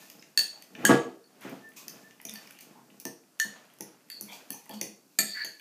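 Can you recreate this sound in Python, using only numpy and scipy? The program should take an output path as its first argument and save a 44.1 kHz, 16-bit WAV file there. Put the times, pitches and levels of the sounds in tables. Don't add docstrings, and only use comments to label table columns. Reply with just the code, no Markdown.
import sys
import numpy as np
from scipy import signal
from scipy.fft import rfft, irfft
from scipy.io import wavfile
from scipy.ndimage import uniform_filter1d

SR = 44100
rng = np.random.default_rng(int(sys.argv[2]) if len(sys.argv) > 2 else 0)


def to_linear_factor(level_db):
    exponent = np.asarray(level_db, float) / 20
    return 10 ** exponent


def dump_mix(stems):
    frames = np.atleast_2d(stems).T
    limited = np.clip(frames, -1, 1)
    pcm = np.round(limited * 32767).astype(np.int16)
    wavfile.write(sys.argv[1], SR, pcm)


N = 247158

# start in seconds, peak in dB, share that keeps ringing,
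# crack in dB, shiver of the fork in dB.
CLINKS = [
    (0.375, -8, 0.067, -4, -48),
    (0.3917, -13.5, 0.19, -3, -31),
    (0.851, -7, 0.61, 0, -35),
    (3.3992, -14.5, 0.92, -5.5, -15),
    (5.1873, -8.5, 0.45, -9, -13.5),
]
GRIPS = [0, 0, 1, 2, 3]
# delay after the blow in seconds, share left.
DAMPING = [(.15, .8), (0.16, .8), (0.05, .02), (0.048, .3), (0.14, 0.86)]
RING_HZ = [
    [1752, 1804, 2662, 3327, 4349, 4479, 4592, 6602, 6660, 8230, 8857, 10770, 13300, 14880],
    [1658, 1950, 3063, 3677, 4484, 5809, 6584, 7494, 7784, 8866, 9313, 10780, 14830],
    [1771, 1832, 2950, 4334, 4450, 5820, 6385, 6690],
    [1335, 1760, 2400, 3700, 4468, 4618, 6765, 6878, 7617, 8533, 8888, 11400, 12650, 14940],
]
# level in dB, t60 in seconds.
RINGS = [
    [(-10.5, 0.13), (-20, 0.065), (-5, .03), (-17, 0.072), (-10, .06), (2, .22), (-6, 0.037), (-17, .1),
     (-10.5, .1), (-14, .08), (-14.5, 0.09), (-20, 0.054), (-14.5, .04), (-7.5, 0.045)],
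    [(1, .45), (2, 0.023), (-5.5, 0.017), (-22.5, 0.038), (-11, .07), (-12, 0.048), (-3, .2),
     (-20.5, 0.087), (-17.5, 0.11), (-3, .02), (-9, .02), (-19.5, .04), (-25.5, .1)],
    [(-0.5, .16), (-9, .1), (-1.5, 0.017), (-9, .06), (-4, .015), (6.5, 0.0076), (10.5, .0083), (4, 0.012)],
    [(-16, 0.13), (-7.5, 0.33), (1, 0.024), (-12, 0.073), (-4, .28), (-8.5, .2), (-2.5, .14), (-9, 0.11),
     (2.5, 0.054), (0, 0.059), (-8.5, 0.045), (-5.5, .08), (1, .2), (-16.5, .12)],
]
# start in seconds, contact in dB, tine in dB, tip over tine in dB.
TAPS = [(0.1003, -43, -35.5, -2), (0.225, -43.5, -42.5, -26), (0.6233, -44.5, -39, 2.5),
        (0.751, -34.5, -47.5, -17), (1.41, -70.5, -60.5, 16), (1.4968, -61, -52, 11.5),
        (1.719, -50.5, -73, -2), (1.736, -55, -67, 16), (1.8817, -42.5, -28.5, 1.5),
        (2.109, -48.5, -44.5, -28), (2.2, -46, -84, 8), (2.215, -63, -54, 14.5),
        (2.2523, -42.5, -30.5, 4.5), (2.2951, -40, -31.5, 1), (2.338, -60, -49, 17.5),
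        (2.3579, -39.5, -38, -7), (2.4742, -45, -46.5, -2.5), (2.5085, -43.5, -47.5, 7),
        (2.5885, -46.5, -46, 0), (2.6083, -57, -56.5, 19), (3.0001, -69, -40, 6.5), (3.053, -38, -26, 1.5),
        (3.787, -57.5, -54, 6.5), (3.808, -43, -30.5, 1), (4.101, -38.5, -39, 8.5), (4.2107, -65, -33, 6),
        (4.5046, -38.5, -30.5, 6.5), (4.694, -42, -44.5, 12), (4.813, -31, -24.5, 3),
        (5.4476, -34, -41, 13.5)]
# start in seconds, contact in dB, tip in dB.
TICKS = [(1.69, -72, -45), (2.902, -49.5, -86), (3.236, -57.5, -72.5), (3.447, -65, -32.5),
         (3.651, -69, -54), (3.7, -53, -56), (3.738, -59, -46.5), (4.0067, -58.5, -69),
         (4.087, -57.5, -52.5), (4.6575, -58.5, -43), (5.5964, -45, -44.5)]
# start in seconds, rim in dB, wall in dB.
PINGS = [(0.753, -54, -76), (1.2412, -93, -55), (1.879, -67, -51), (2.356, -43.5, -41), (3.053, -43.5, -47),
         (3.8073, -60, -57), (4.1, -46, -40), (4.212, -73, -62), (4.5029, -52, -44.5), (4.697, -54, -51),
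         (4.812, -72, -42.5), (5.4483, -44, -46)]
RIM_HZ = [1772, 1815]
WALL_HZ = [4478, 4600, 4400]
# level in dB, t60 in seconds.
RIM = [(-1, 0.11), (-5.5, 0.02)]
WALL = [(7, 0.038), (2, 0.015), (-5.5, 0.044)]
# pitch in Hz, level in dB, t60 in seconds.
TINE = [(5750, -2, .005), (6150, 0, .008), (6600, -3, .005)]
TIP = [(8800, -7, .003), (11200, -1, .003), (12600, -3, .003), (14600, -3, .003)]
# start in seconds, peak in dB.
KNOCKS = [(0.375, -39), (0.842, -22.5), (0.893, -7), (0.901, -9.5), (0.914, -10), (0.928, -28.5),
          (1.449, -30.5), (1.479, -38.5), (1.525, -34), (1.879, -49), (2.251, -40), (3.054, -29),
          (3.448, -39.5), (3.805, -35.5), (4.21, -42.5), (4.503, -38), (4.696, -38.5), (4.815, -31.5),
          (5.187, -29), (5.445, -40.5)]
# level in dB, t60 in seconds.
TABLE_HZ = [140, 208, 269, 328, 398, 458, 533, 651, 727, 845, 1082, 1200, 1319, 1410]
TABLE = [(-11, 0.15), (-5, 0.3), (2, 0.32), (2.5, 0.29), (-5.5, 0.54), (1, 0.35), (-3, 0.35), (0, 0.55),
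         (-5, 0.4), (-1, 0.55), (-5, 0.6), (-10, 0.11), (-7.5, 0.23), (-10, 0.15)]
# moment of most pressure in seconds, foot on table in dB,
# fork in fruit in dB, tines on glaze in dB.
STROKES = [(0.02, -61.5, -61.5, -55.5), (0.18, -59.5, -69, -90), (0.56, -67, -62, -65),
           (0.82, -68.5, -75, -62), (1.52, -51.5, -57.5, -63.5), (1.96, -54, -60, -60.5),
           (2.42, -59.5, -59.5, -59.5), (2.72, -56, -65, -68), (2.97, -60.5, -77, -68.5),
           (3.57, -61, -58, -68.5), (3.9, -64.5, -64.5, -84.5), (4.27, -58, -72, -59.5),
           (4.41, -66, -60.5, -80), (4.57, -86, -84, -61.5), (4.77, -57.5, -66.5, -65.5),
           (5.35, -72, -70, -55.5)]
# foot, fruit, glaze in dB per second.
BUILD_DB_S = [68, 61.5, 70.5]
EASE_DB_S = [57, 62, 49]
# foot, fruit, glaze in dB, then both rates in dB per second.
LANDING_DB = [-22.5, -32.5, -62]
ROCK_DB_S = [185.5, 267, 95]
SETTLE_DB_S = [232, 156.5, 83]
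# frequency in Hz, level in dB per Hz.
FOOT = [(35, -73.5), (60, -58.5), (130, -29), (177, -9), (274, -5), (794, -15.5), (870, -2), (1250, -34.5),
        (1730, -10), (4500, -51.5), (5850, -58.5), (9900, -120)]
MASH = [(350, -30.5), (600, 7), (776, 0.5), (878, 0), (1730, -1.5), (2000, -3.5), (2690, -4), (7000, -14),
        (9100, -40.5), (15400, -120)]
GLAZE = [(1470, -26), (2500, 3.5), (3060, -5.5), (6600, -0.5), (9440, -8), (14000, -2.5), (15500, -10),
         (16000, -67.5)]
SQUISH_HZ = (314, 2580)
# start in seconds, level in dB.
HUMS = [
    (2.258, -51.5),
    (4.205, -54.5),
    (4.699, -50),
    (4.814, -56.5),
    (5.191, -52),
]
# start in seconds, length in seconds, level in dB,
# first pitch in Hz, last pitch in Hz.
RIM_SONGS = [
    (0, 0.051, -65.5, 1740, 1770),
    (1.58, 0.13, -60, 1775, 1778),
    (1.906, 0.27, -67, 1723, 1780),
    (2.025, 0.06, -58, 1720, 1790),
    (2.35, 0.088, -75, 1750, 1775),
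    (4.497, 0.11, -74, 1730, 1777),
    (4.088, 0.091, -77, 1800, 1740),
    (5.252, 0.2, -52, 1770, 1760),
    (5.416, 0.12, -62.5, 1765, 1765),
]
WALL_SONGS = [
    (4.097, 0.1, -49, 4650, 4330),
    (5.27, 0.053, -41.5, 4740, 4500),
    (6.2, 0.11, -44.5, 4600, 4430),
    (5.3, 0.103, -44.5, 4500, 4480),
    (5.37, 0.11, -41, 4500, 4450),
    (4.7, .12, -60.5, 4480, 4450),
    (5.345, 0.11, -41, 1690, 1760),
    (5.33, .11, -50, 1900, 2250),
]
# start in seconds, length in seconds, level in dB,
# pitch in Hz, width in Hz.
SCUFFS = [(0.39, 0.034, -55, 644, 400), (0.78, 0.07, -55, 2140, 1700), (0.548, 0.048, -64.5, 804, 200),
          (2.265, 0.12, -61, 2260, 900), (2.297, 0.093, -65.5, 790, 500), (2.52, 0.13, -66, 2600, 1210),
          (2.725, 0.096, -64, 870, 350), (4.7, 0.062, -56.5, 750, 600), (5.195, 0.15, -57, 3610, 400),
          (0.888, 0.033, -24.5, 1080, 1190), (1.398, 0.12, -51.5, 1630, 2090),
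          (1.759, 0.07, -63, 1040, 300), (3.445, 0.29, -75, 710, 505), (4.272, 0.058, -59, 2210, 410),
          (4.28, 0.077, -59, 755, 710), (4.281, 0.071, -54, 3370, 503), (4.537, 0.017, -65, 880, 119),
          (4.56, 0.092, -75, 860, 120), (4.355, 0.1, -74, 900, 250), (4.52, 0.058, -56.5, 6140, 900),
          (5.186, 0.017, -35.5, 2020, 880), (4.719, 0.022, -61, 3160, 2000), (5.335, .115, -46, 1850, 700),
          (5.443, 0.018, -45.5, 6500, 500)]
# start in seconds, rise in seconds, fade in seconds, level in dB.
WIPES = [
    (3.39, 0.002, .008, -51),
    (1.41, 0.0039, 0.074, -57),
    (1.758, 0.0081, 0.046, -45.5),
    (2.607, 0.00084, 0.023, -51),
    (2.999, 0.0014, 0.011, -51),
    (4.3, 0.04, 0.024, -33.5),
    (4.73, 0.0083, 0.014, -42),
]
# start in seconds, pitch in Hz, level in dB, t60 in seconds.
POPS = [(0.102, 2600, -52, .02), (.195, 5200, -47, 0.016), (.235, 2060, -57, 0.024),
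        (0.862, 3063, -20, .02), (1.882, 2650, -47, .05), (2.2008, 2030, -43, 0.013),
        (2.1994, 905, -51.5, 0.013), (2.215, 5500, -60, 0.013), (2.2514, 6100, -35, 0.023),
        (2.2532, 2420, -43, 0.025), (2.288, 3600, -38.5, 0.042), (2.315, 2440, -46, 0.018),
        (2.331, 4700, -46, 0.016), (2.4594, 2470, -51, .01), (2.4727, 5250, -45.5, .012),
        (2.506, 1510, -48.5, .015), (2.55, 2860, -54, 0.0092), (2.589, 4470, -48.5, 0.019),
        (2.611, 2200, -62, 0.016), (4.284, 1010, -52, 0.016), (4.296, 3350, -47, .02),
        (4.323, 2370, -40, 0.021), (4.326, 790, -42.5, 0.021), (4.328, 3260, -44, 0.018),
        (4.332, 4560, -41, .02), (4.529, 2500, -45, 0.019), (4.53, 6100, -40, .03),
        (4.542, 850, -43, 0.024), (4.615, 2020, -61, .01), (4.663, 921, -51, .02),
        (4.663, 2000, -52, 0.011), (4.705, 544, -45, 0.036), (4.71, 3270, -42, .015),
        (4.712, 4670, -46, .025), (4.729, 910, -46, 0.023), (4.742, 3000, -45, .012),
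        (4.753, 880, -49, .025), (4.102, 1740, -44, 0.038), (4.813, 6180, -29.5, 0.02),
        (4.815, 2500, -42, .03), (5.417, 4405, -33, .035)]
# frequency in Hz, t60 in seconds.
KITCHEN = [(150, 0.33), (500, 0.47), (1500, 0.34), (4000, 0.38), (8000, 0.34), (15000, 0.24)]
# delay in seconds, level in dB.
ECHOES = [(.0021, -22), (.0065, -13.5), (.0118, -20), (.0155, -13), (.0195, -18.5), (.026, -26)]
# frequency in Hz, level in dB per Hz.
AIR = [(18, -63), (30, -24), (90, -8), (190, 1), (283, 5), (349, 0), (675, -8.5), (1750, -10),
       (1940, -21.5), (3960, -17.5), (4520, -11), (14400, -15.5), (16500, -41.5)]


def evened(x):
    return x / np.sqrt(np.mean(x ** 2) + 1e-20)


def read(points, hz):
    f, value = np.transpose(points)
    return np.interp(np.log(hz + 1), np.log(f + 1), value)


def add(mix, s, sound):
    part = mix[round(s * SR):][:len(sound)]
    part += sound[:len(part)]


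def pitched(hz, rows):
    return [(f, *row) for f, row in zip(hz, rows)]


def coloured(x, spectrum):
    gain = to_linear_factor(read(spectrum, np.fft.rfftfreq(N, 1 / SR)))
    return evened(irfft(rfft(x) * gain, N))


def ring(modes, seconds, detune, scatter_db, rise, blur=0):
    t = np.arange(round(seconds * SR)) / SR
    hz, db, t60 = np.transpose(modes)[:, :, None]
    luck = rng.standard_normal((60, 2))[:len(modes)].T[:, :, None]
    wander = 0
    if blur:
        walk = np.cumsum(rng.standard_normal((len(modes), len(t))), axis=1)
        wander = blur * (hz / SR) * (hz / 7000) * walk
    decay = to_linear_factor(db + scatter_db * luck[0] - 60 * t / np.clip(t60, .002, .9))
    tones = decay * np.sin(2 * np.pi * hz * (1 + detune * luck[1]) * t + wander)
    sound = tones.sum(0) * (1 - np.exp(-t / rise))
    return sound / abs(sound).max()


def crack(low_hz, high_hz, fade):
    t = np.arange(900) / SR
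    band = signal.butter(2, [low_hz, min(high_hz, 20000)], "bandpass", fs=SR)
    burst = rng.standard_normal(900) * np.exp(-t / fade)
    burst = signal.lfilter(*band, signal.lfilter(*band, burst))
    return burst / abs(burst).max()


def clinks():
    rings, cracks = np.zeros((2, N))
    shiver_band = signal.butter(2, [3800, 14500], "bandpass", fs=SR)
    for (s, db, held, crack_db, shiver_db), grip, (stop, left) in zip(CLINKS, GRIPS, DAMPING):
        modes = pitched(RING_HZ[grip], RINGS[grip])
        damped = [(hz, d, min(t60, 900 / hz)) for hz, d, t60 in modes]
        twins = [(1.018 * hz, d - 2, 0.068 * t60) for hz, d, t60 in damped]
        twins += [(.978 * hz, d - 3, 0.085 * t60) for hz, d, t60 in damped]
        tone = ring(damped + twins, 0.5, 0, 0, 0.0014, blur=.4)
        t = np.arange(len(tone)) / SR
        tone = tone * (1 - (1 - left) / (1 + np.exp(-(t - stop) / 0.0021)))
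        quick_drop = held + (1 - held) * np.exp(-t / 0.012)
        add(rings, s, to_linear_factor(db) * tone * quick_drop)
        add(cracks, s, to_linear_factor(db + crack_db) * crack(2000, 15500, 0.0017))
        shiver = signal.lfilter(*shiver_band, rng.standard_normal(len(t))) * np.exp(-t / 0.0068)
        add(cracks, s, to_linear_factor(db + shiver_db) * shiver)
    return rings, cracks


def taps():
    out = np.zeros(N)
    ticks = [(s, db, tip_db - 14.5, 12) for s, db, tip_db in TICKS]
    for s, crack_db, tine_db, over_db in TAPS + ticks:
        tip_db = tine_db + over_db
        add(out, s, to_linear_factor(crack_db) * crack(1690, 3400, 0.0026))
        add(out, s, to_linear_factor(tine_db) * ring(TINE, .05, 0.0033, 3.5, 0.00021))
        add(out, s, to_linear_factor(tip_db) * ring(TIP, .05, .04, 1.0, 0.004))
        add(out, s, to_linear_factor(tine_db - 3.5) * crack(4500, 6800, 0.00053))
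        add(out, s, to_linear_factor(tip_db) * crack(7300, 22000, 0.0012))
    for s, rim_db, wall_db in PINGS:
        add(out, s, to_linear_factor(rim_db) * ring(pitched(RIM_HZ, RIM), .3, 0.0018, 2.2, 0.00048))
        add(out, s, to_linear_factor(wall_db) * ring(pitched(WALL_HZ, WALL), .3, 0.0064, 1.6, 0.0012))
    return out


def knocks():
    out = np.zeros(N)
    corner_hz = 613
    modes = [(hz, d - 10 * np.log10(1 + (hz / corner_hz) ** 4), 0.28 * t60 * min(1, 300 / hz))
             for hz, d, t60 in pitched(TABLE_HZ, TABLE)]
    push = np.hanning(round(0.0031 * SR))
    for s, db in KNOCKS:
        add(out, s, to_linear_factor(db) * ring(modes, .3, 0.0048, 3.9, 0.001))
        add(out, s, to_linear_factor(db - 8.5) * crack(0.51 * corner_hz, 2.14 * corner_hz, 0.0024))
        add(out, s, to_linear_factor(db - 12.5) * push)
    return out


def pressure(rows, build, ease):
    t, power = np.arange(0, N + 64, 64) / SR, 0
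    for s, *db in rows:
        slope = np.where(t < s, -np.abs(build)[:, None], np.abs(ease)[:, None])
        power = power + to_linear_factor(np.array(db)[:, None] - slope * (t - s)) ** 2
    return [np.interp(np.arange(N) / SR, t, line) for line in power]


def squish():
    per_s, cycles = 260, 7.2
    size = to_linear_factor(3.1 * rng.exponential(1, N).clip(0, 4)) * (rng.random(N) < per_s / SR)
    kind, out = rng.integers(0, 16, N), np.zeros(N)
    for k, hz in enumerate(np.geomspace(*SQUISH_HZ, num=16)):
        u = np.arange(0, 1, hz / cycles / SR)
        blip = np.sin(2 * np.pi * cycles * u * (1 + 0.21 * u)) * u ** 0.25 * (1 - u) ** 2
        out += signal.oaconvolve(size * (kind == k), blip)[:N]
    return evened(out)


def slips(spread_db, per_s):
    size = to_linear_factor(spread_db * rng.exponential(1, N).clip(0, 4))
    return size * rng.standard_normal(N) * (rng.random(N) < per_s / SR)


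def rubbing():
    pushes = pressure(STROKES, BUILD_DB_S, EASE_DB_S)
    landing = pressure([(0.916, *LANDING_DB)], ROCK_DB_S, SETTLE_DB_S)
    foot, mash, glaze = np.sqrt(np.add(pushes, landing))

    foot_slips = slips(4.5, 3500)
    table = ring(pitched(TABLE_HZ, TABLE), .2, 0, 0, 0.00018)
    table = table * np.exp(-np.arange(len(table)) / SR / 0.0063)
    body = signal.oaconvolve(foot_slips, table)[:N]
    rumble = 0.89 * evened(body) + 0.41 * coloured(foot_slips, FOOT)

    lumps = to_linear_factor(0.69 * evened(uniform_filter1d(rng.standard_normal(N), 900)))
    fruit = lumps * coloured(slips(0.95, 8100), MASH) + to_linear_factor(-5) * squish()
    scrape = coloured(slips(1.5, 20000), GLAZE)
    return foot * rumble + mash * fruit + glaze * scrape


def resonate(x, hz, width):
    turn = np.exp(2j * np.pi * np.cumsum(hz) / SR)
    r = np.exp(-np.pi * width / SR)
    return 2 * (turn * signal.lfilter([1 - r], [1, -r], x / turn)).real


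def slides():
    out = np.zeros(N)
    rows = [(s, 0.094, db, 211, 211, 11) for s, db in HUMS]
    rows += [(*row, 13) for row in RIM_SONGS]
    rows += [(*row, 223) for row in WALL_SONGS]
    rows += [(s, length, db, hz, hz, width) for s, length, db, hz, width in SCUFFS]
    for s, length, db, from_hz, to_hz, width in rows:
        luck = rng.standard_normal((3, round(np.clip(length, .02, .24) * SR)))
        u = np.linspace(0, 1, luck.shape[1])
        hz = from_hz + (to_hz - from_hz) * u
        grit = luck[0] * to_linear_factor(1.8 * luck[2].clip(-2.5, 2.5) ** 2)
        tone = evened(resonate(resonate(grit, hz, 0.72 * width), hz, 1.14 * width))
        grip = to_linear_factor(1.5 * evened(uniform_filter1d(luck[1], 300)))
        add(out, s, to_linear_factor(db) * tone * grip * signal.windows.tukey(len(u), .5))
    return out


def wipes():
    hiss, level = coloured(rng.standard_normal(N), GLAZE), np.zeros(N)
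    t = np.arange(SR // 4) / SR
    for s, rise, fade, db in WIPES:
        add(level, s, to_linear_factor(db) * (1 - np.exp(-(t / rise) ** 2)) * np.exp(-t / fade))
    return level * hiss


def pops():
    out = np.zeros(N)
    for s, hz, db, t60 in POPS:
        tones = [(hz, 0, t60), (1.05 * hz, -6, .55 * t60), (.95 * hz, -6, .55 * t60)]
        add(out, s, to_linear_factor(db) * ring(tones, .1, 0.0027, 1.3, 0.00088))
    return out


def kitchen(x):
    sparse = np.zeros(SR // 2)
    at = np.arange(440, SR // 2 - 12, 12)
    sparse[at + rng.integers(0, 12, len(at))] = rng.choice([-1., 1.], len(at))
    hz, t, z = signal.stft(sparse, SR, nperseg=256)
    decay = to_linear_factor(-60 * t / read(KITCHEN, hz)[:, None])
    tail = signal.istft(z * decay, SR, nperseg=256)[1]
    tail = to_linear_factor(-3.5) * tail / np.linalg.norm(tail)
    for k, (s, db) in enumerate(ECHOES):
        tail[round(s * SR)] += (-1) ** k * to_linear_factor(db)
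    return signal.oaconvolve(x, tail)[:N]


def room_air():
    return to_linear_factor(-66.5) * coloured(rng.standard_normal(N), AIR)


def scene():
    rings, cracks = clinks()
    near = cracks + taps() + knocks() + slides() + wipes() + pops()
    to_walls = near + to_linear_factor(-2.5) * rings
    return (near + rings + kitchen(to_walls) + rubbing() + room_air())[None]


def top_cut(x):
    return signal.sosfilt(signal.butter(12, 16610, fs=SR, output="sos"), x)


def record(dry):
    bass_cut = signal.butter(14, 126, "highpass", fs=SR, output="sos")
    cut = signal.sosfilt(bass_cut, dry) + to_linear_factor(-25.5) * dry
    edge = signal.oaconvolve(cut, signal.firwin(255, 15400, fs=SR)[None], "same")
    return top_cut(edge + to_linear_factor(-41.5) * cut)


dry = scene()
out = record(dry)
dump_mix(out)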